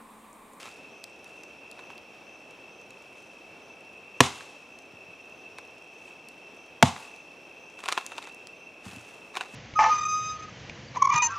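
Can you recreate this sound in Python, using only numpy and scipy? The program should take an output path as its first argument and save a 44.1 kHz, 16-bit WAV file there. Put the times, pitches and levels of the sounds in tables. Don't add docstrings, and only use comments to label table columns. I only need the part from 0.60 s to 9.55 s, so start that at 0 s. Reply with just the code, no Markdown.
import sys
import numpy as np
from scipy import signal
from scipy.fft import rfft, irfft, next_fast_len
from scipy.io import wavfile

SR = 44100
rng = np.random.default_rng(int(sys.argv[2]) if len(sys.argv) > 2 else 0)


def master_out(mix):
    frames = np.transpose(np.atleast_2d(mix))
    ceiling = np.clip(frames, -1, 1)
    pcm = np.round(ceiling * 32767).astype(np.int16)
    wavfile.write(sys.argv[1], SR, pcm)


N = 394688


def from_db(db):
    return 10 ** (np.asarray(db) / 20)


def rms_one(x):
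    return x / np.sqrt(np.mean(x ** 2) + 1e-20)


def peak_one(x):
    return x / np.max(np.abs(x))


def seconds(length):
    return np.arange(int(length * SR)) / SR


def dying(t, t60):
    return np.exp(-np.log(1000) * t / t60)


def add(track, s, sound):
    at = max(0, round(s * SR))
    track[at:at + len(sound)] += sound[:N - at]


def low_cut(x, hz):
    sos = signal.butter(2, hz, "high", fs=SR, output="sos")
    return signal.sosfilt(sos, x + 1e-18)


def coloured(x, spectrum):
    hz, db = np.transpose(spectrum)
    padded = next_fast_len(len(x))
    bins = np.maximum(np.fft.rfftfreq(padded, 1 / SR), 1)
    gain = from_db(np.interp(np.log(bins), np.log(hz), db))
    return irfft(rfft(x, padded) * gain, padded)[:len(x)]


def noise(spectrum, size):
    return rms_one(coloured(rng.standard_normal(size), spectrum))


def drift(rate):
    knots = rng.standard_normal(int(N / SR * rate) + 2)
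    return rms_one(np.interp(np.arange(N) / SR * rate, np.arange(len(knots)), knots))


def spread(mid, side, width=0.21):
    return mid + width * side * np.array([[1], [-1]])


def ring(modes, t, scatter_db, detune):
    hz, db, t60 = np.transpose(modes)[:, :, None]
    level_chance, pitch_chance = rng.standard_normal((2, len(hz), 1))
    sign = (-1) ** np.arange(len(hz))[:, None]
    waves = np.sin(2 * np.pi * hz * (1 + detune * pitch_chance) * t)
    levels = from_db(db + scatter_db * level_chance)
    return np.sum(sign * levels * dying(t, t60) * waves, axis=0)


# centre in Hz, width in Hz, mean level in dB, wing strokes per second.
CRICKET_CHORUSES = [(2671.5, 81, -54, 55), (2583, 134, -56, 41), (2312, 110, -66.5, 26),
                    (3180, 210, -68, 55), (5616, 640, -68, 54)]
# time in seconds, level in dB.
NEAR_TRILL = [(0.0, -58), (0.87, -54), (2.44, -58), (3.56, -53), (4.39, -56), (7.15, -55), (7.43, -53),
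              (8.5, -56), (8.95, -54)]


def crickets(stroke_depth=0.19, swell_db=0.83, follow=0.99):
    out = np.zeros((2, N))
    trill_db = np.interp(np.arange(N) / SR, *np.transpose(NEAR_TRILL))
    for hz, width_hz, db, strokes_per_s in CRICKET_CHORUSES:
        edges = [hz - width_hz / 2, hz + width_hz / 2]
        band = signal.butter(2, edges, "band", fs=SR, output="sos")
        wings = rms_one(spread(*signal.sosfilt(band, rng.standard_normal((2, N)))))
        stroke_rate = strokes_per_s * (1 + 0.076 * drift(5.6))
        stroke = np.sin(2 * np.pi * np.cumsum(stroke_rate) / SR)
        ebb_db = swell_db * drift(4)
        if hz == CRICKET_CHORUSES[0][0]:
            ebb_db += follow * (trill_db - np.median(trill_db))
        out += from_db(db + ebb_db) * (1 + stroke_depth * stroke) * wings
    return out


# time in seconds, gap from one chirp to the next in seconds.
CHIRP_GAPS = [(2.6, .45), (3.1, .54), (5.4, .64), (6.5, .48)]


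def chirper(pitch_hz=6110, chirp_db=-67, scatter_db=1, waver_hz=11, strokes_per_s=32):
    first_s, length_s = .38, .2
    level = np.zeros(N)
    swell = signal.windows.tukey(int(length_s * SR), .6)
    s = first_s
    for chance in rng.standard_normal(size=30):
        if s < N / SR:
            add(level, s - length_s / 2, from_db(chirp_db + scatter_db * chance) * swell)
        s += np.interp(s, *np.transpose(CHIRP_GAPS))
    tone = np.sin(2 * np.pi * np.cumsum(pitch_hz + waver_hz * drift(130)) / SR)
    strokes = 1 + .65 * np.sin(2 * np.pi * strokes_per_s * np.arange(N) / SR + drift(17))
    return level * strokes * tone


# frequency in Hz, relative level in dB per Hz.
TREE_COLOUR = [(50, -4), (110, 5), (400, 5), (950, 6), (1600, 3.5), (4000, 8), (8000, 9), (16000, 1)]


def forest(x, echo_db=-12.0, trunks_s=0.024, rise_s=0.0035, litter_db=-6, near_t60=0.27,
           far_db=-14, far_t60=1.0, grain_db=1.1):
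    t = seconds(1)
    arrived = .5 + .5 * np.tanh((t - trunks_s) / rise_s)
    onset = arrived + from_db(litter_db) * (1 - arrived)
    grain = from_db(grain_db * drift(700)[:len(t)])
    channels = []
    for _ in range(2):
        near = noise(TREE_COLOUR, size=len(t)) * dying(np.maximum(t - trunks_s, 0), near_t60) * onset
        deep = low_cut(noise(TREE_COLOUR, size=len(t)), hz=450)
        far = from_db(far_db) * deep * dying(t, far_t60) * arrived
        channels.append((near + far) * grain)
    echoes = spread(*channels) / np.linalg.norm(channels[0])
    return from_db(echo_db) * signal.fftconvolve(x[None], echoes, axes=1)[:, :N]


# frequency in Hz, relative level in dB per Hz.
FLAME_COLOUR = [(25, -34), (60, -14), (120, -9.5), (250, -2.5), (430, 0), (700, -2), (1000, -7),
                (1800, -14), (3500, -17), (5000, -25), (8000, -30), (16000, -41)]


def flames(air_db=-53, flutter_db=.7):
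    roar = spread(noise(FLAME_COLOUR, size=N), noise(FLAME_COLOUR, size=N))
    return from_db(air_db + flutter_db * drift(8.9)) * roar


def snap(hz, t60, dull_hz=10500):
    t = seconds(0.051)
    colour = [(hz / 12, -18), (hz / 2, -4), (hz, 0), (hz * 2, -8)]
    burst = noise(colour, size=len(t)) * dying(t, t60)
    return peak_one(signal.sosfilt(signal.butter(N=3, Wn=dull_hz, fs=SR, output="sos"), burst))


# start in seconds, relative peak in dB, pitch in Hz.
EMBER_SNAPS = [(0.4403, -26.5, 4550), (0.644, -39, 5900), (0.835, -38, 5280), (1.1139, -35.5, 5900),
               (1.3796, -37, 3730), (1.9086, -44, 5710), (2.306, -42, 5910), (4.188, -42, 5350),
               (5.6865, -35, 8830), (6.5624, -42.5, 6750), (7.4642, -23, 7250), (7.7465, -41, 8300),
               (7.8712, -32, 3870), (8.3624, -35, 3500)]


def crackle(snap_db=2, tick_db=-55.5, ticks_per_s=12, scatter_db=3):
    out = np.zeros(N)
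    for s, db, hz in EMBER_SNAPS:
        add(out, s, from_db(db + snap_db) * snap(hz, t60=0.0082))
    for when, size, pitch in rng.random((int(ticks_per_s * N / SR), 3)):
        level_db = tick_db - scatter_db * np.log(size + 0.064)
        add(out, when * N / SR, from_db(level_db) * snap(3500 * 2 ** (1.3 * pitch), t60=0.012))
    return out


def gesture(s, db, rise_s, fade_s):
    t = np.arange(N) / SR - s
    return from_db(db - 20 * np.maximum(-t / rise_s, t / fade_s))


# start in seconds, peak in dB.
KNEE_THUMPS = [(0.069, -50), (4.331, -48), (4.478, -51), (8.259, -34), (8.326, -43), (8.364, -38),
               (8.935, -40)]
# frequency in Hz, relative level in dB, t60 in seconds.
SOIL_MODES = [(88, -7, 0.18), (120, -7, 0.2), (184, -2, 0.12), (248, 5.5, 0.056)]
# strongest moment in seconds, relative level in dB, 20 dB rise in seconds, 20 dB fade in seconds.
BODY_MOVES = [(0.01, -48.5, .05, .25), (0.66, -62, .06, .45), (2.6, -64, .35, .5), (5.48, -62.5, .3, .15),
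              (7.33, -53, .23, .5), (8.255, -50.5, .035, .55), (8.95, -53, .1, .3)]
# frequency in Hz, relative level in dB per Hz.
LITTER_COLOUR = [(200, -24), (800, 5), (2000, 4), (4000, -3), (7000, -2.5), (10000, -7.5), (13000, -18),
                 (16000, -23)]


def shuffling(rustle_db=1, grain_db=3, leaf_ticks_db=-5, resting_db=-73):
    out, t = np.zeros(N), seconds(.3)
    for s, db in KNEE_THUMPS:
        thump = ring(SOIL_MODES, t, scatter_db=2, detune=.05) * (1 - np.exp(-t / .005))
        add(out, s, from_db(db) * peak_one(low_cut(thump, hz=60)))
    chips = [(s + .17, -52, .16, .2) for s, *_ in HATCHET_BLOWS]
    power = sum(gesture(*move) ** 2 for move in BODY_MOVES + chips)
    level = np.sqrt(from_db(resting_db) ** 2 + power)
    cloth = rms_one(noise(LITTER_COLOUR, size=N) * from_db(grain_db * drift(500)))
    ticks = (rng.random(N) < 400 / SR) * rng.standard_normal(N)
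    leaves = rms_one(coloured(ticks, SPLINTER_COLOUR))
    return out + from_db(rustle_db) * level * low_cut(cloth + from_db(leaf_ticks_db) * leaves, hz=122.6)


# middle in seconds, length in seconds, level in dB at the middle.
WOOD_DRAGS = [(.04, .12, -50), (1.15, 0.14, -65), (7.31, 0.22, -44.5), (7.406, 0.052, -46),
              (7.605, 0.45, -57), (8.764, 0.071, -44), (8.836, 0.16, -48.5)]
# frequency in Hz, relative level in dB, t60 in seconds.
SPLIT_PIECE_MODES = [(437, -10, 0.021), (683, -8, 0.029), (860, 5, 0.0081), (1037, 2, 0.02),
                     (1430, -2, 0.026), (1667, -5.5, 0.018), (2500, 6, 0.0075), (3550, 0, 0.0073)]


def scraping(slips_per_s=450, slip_scatter_db=5):
    level = np.zeros(N)
    for s, length, db in WOOD_DRAGS:
        add(level, s - length / 2, from_db(db) * np.hanning(int(length * SR)))
    happens = rng.random(N) < slips_per_s / SR
    slips = happens * rng.choice([-1, 1], N) * from_db(slip_scatter_db * rng.standard_normal(N))
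    piece = ring(SPLIT_PIECE_MODES, seconds(.05), scatter_db=1, detune=.02)
    body = signal.fftconvolve(slips, piece)[:N]
    debris = coloured(slips, BITE_COLOUR)
    return level * (rms_one(low_cut(body, hz=400)) + rms_one(debris))


def small_cracks(count=10, wood_db=11, splinter_db=4, scatter_db=3):
    rows = []
    ends = np.cumsum([length for _, length, _ in WOOD_DRAGS])
    for pick, when, size in rng.random((count, 3)):
        s, length, db = WOOD_DRAGS[np.searchsorted(ends, pick * ends[-1])]
        db += scatter_db * (2 * size - 1)
        rows.append((s + length * (when - .5) / 2, db + wood_db, db + splinter_db))
    return rows


# start in seconds, peak of the wood's ring in dB, relative splinter level in dB.
WOOD_CRACKS = [(1.191, -33, -63), (1.302, -34, -69), (3.807, -33.5, -64), (4.985, -33.5, -46),
               (6.363, -29, -55), (7.19, -37, -47), (7.204, -45, -48), (7.238, -29, -43), (7.258, -28, -36),
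               (7.286, -14, -28), (7.324, -18, -24.5), (7.376, -14, -48), (7.519, -31, -50),
               (7.581, -23, -41), (7.626, -41, -44), (7.672, -31, -47), (8.77, -18, -34), (8.809, -19, -42)]
# delay in seconds, level in dB against the main crack.
CRACK_STEPS = [(-.005, -13), (0, 0), (.0055, -9.5)]
# frequency in Hz, relative level in dB per Hz.
SPLINTER_COLOUR = [(800, -16), (3200, 7.5), (5000, -5), (7500, -1.5), (10000, -8.5), (13000, -42),
                   (16000, -42)]


def splitting(splinter_db=9, splinter_t60=0.0082, fibre_db=-8, fibre_t60=0.056, give_s=0.00045):
    out, t = np.zeros(N), seconds(0.26)
    stepped = [(s + delay, peak + db, sharp + db)
               for s, peak, sharp in WOOD_CRACKS for delay, db in CRACK_STEPS]
    for s, peak_db, sharp_db in stepped + small_cracks():
        give = 1 - np.exp(-t / give_s)
        wood = peak_one(ring(SPLIT_PIECE_MODES, t, scatter_db=1.0, detune=0.079) * give)
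        fibres = peak_one(noise(BITE_COLOUR, size=len(t)) * dying(t, fibre_t60))
        splinters = noise(SPLINTER_COLOUR, size=len(t)) * dying(t, splinter_t60)
        piece = from_db(peak_db) * (wood + from_db(fibre_db) * fibres)
        add(out, s, piece + from_db(sharp_db + splinter_db) * splinters)
    return low_cut(out, hz=224)


# start in seconds, log ring in dB, pitch favoured by the struck spot in Hz, bite of the blade in dB,
# bite tilt in dB per octave, ground thud in dB, thud delay in seconds. Levels are relative.
HATCHET_BLOWS = [(3.6047, -7, 417, 0, 0.5, -15, 0.0011), (6.2255, -6.5, 730, -2, 0.5, -15.5, .006)]
# frequency in Hz, relative level in dB, t60 in seconds.
LOG_MODES = [(402, -10.5, 0.049), (500, -11, 0.061), (685, -3.5, 0.046), (790, -9, 0.046), (888, -2, 0.043),
             (1160, -4.5, .04), (1480, -12, .018), (2110, -7, .016), (2570, -9, 0.038)]
# frequency in Hz, relative level in dB, t60 in seconds.
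GROUND_MODES = [(90.5, -15.5, .2), (130, -5, 0.1), (231, 5, 0.045), (272, 0.5, 0.043)]
# frequency in Hz, relative level in dB per Hz.
BITE_COLOUR = [(100, -28), (400, -9), (1000, 2), (1700, -5.5), (2600, -4), (3600, -6.5), (4800, -12.5),
               (6500, -13), (9000, -19.5), (12000, -28.5), (16000, -39)]


def hatchet(favour_db=12, contact_s=0.00031, soil_s=0.0016, bite_t60=.023, entry_s=0.00081,
            log_out_db=-3.5, thud_out_db=-1):
    near, outgoing, t = np.zeros(N), np.zeros(N), seconds(.4)
    for s, ring_db, favoured_hz, bite_db, tilt_db, thud_db, thud_delay_s in HATCHET_BLOWS:
        modes = [(hz, db + favour_db * (np.exp(-3 * np.log2(hz / favoured_hz) ** 2) - .5), t60)
                 for hz, db, t60 in LOG_MODES]
        log = ring(modes, t, scatter_db=1.5, detune=.004) * (1 - np.exp(-t / contact_s))
        log *= from_db(ring_db)
        thud = ring(GROUND_MODES, t, scatter_db=5.0, detune=0.014) * (1 - np.exp(-t / soil_s))
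        thud *= from_db(thud_db)
        colour = [(hz, db + tilt_db * np.log2(max(hz, 1500))) for hz, db in BITE_COLOUR]
        bite = noise(colour, size=len(t)) * dying(t, bite_t60) * (1 - np.exp(-t / entry_s))
        bite *= from_db(bite_db)
        crack = np.std(bite) * rms_one(coloured(signal.unit_impulse(len(t), 100), colour))
        add(near, s, log + bite)
        add(near, s + thud_delay_s, thud)
        add(outgoing, s, from_db(log_out_db) * log + from_db(thud_out_db) * thud + crack)
    return low_cut(near, hz=45), low_cut(outgoing, hz=45)


def scene():
    chops, chops_outgoing = hatchet()
    prising = splitting() + scraping()
    fire = crackle()
    echoes = forest(chops_outgoing + from_db(-6) * prising + from_db(-7) * fire)
    background = flames() + crickets() + chirper()
    return chops + prising + fire + echoes + shuffling() + background


def record(dry, stop_hz=16500):
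    clipped = dry / (1 + dry ** 6) ** (1 / 6)
    return signal.sosfilt(signal.cheby2(14, 70, stop_hz, fs=SR, output="sos"), clipped)


dry = scene()
out = record(dry)
master_out(out)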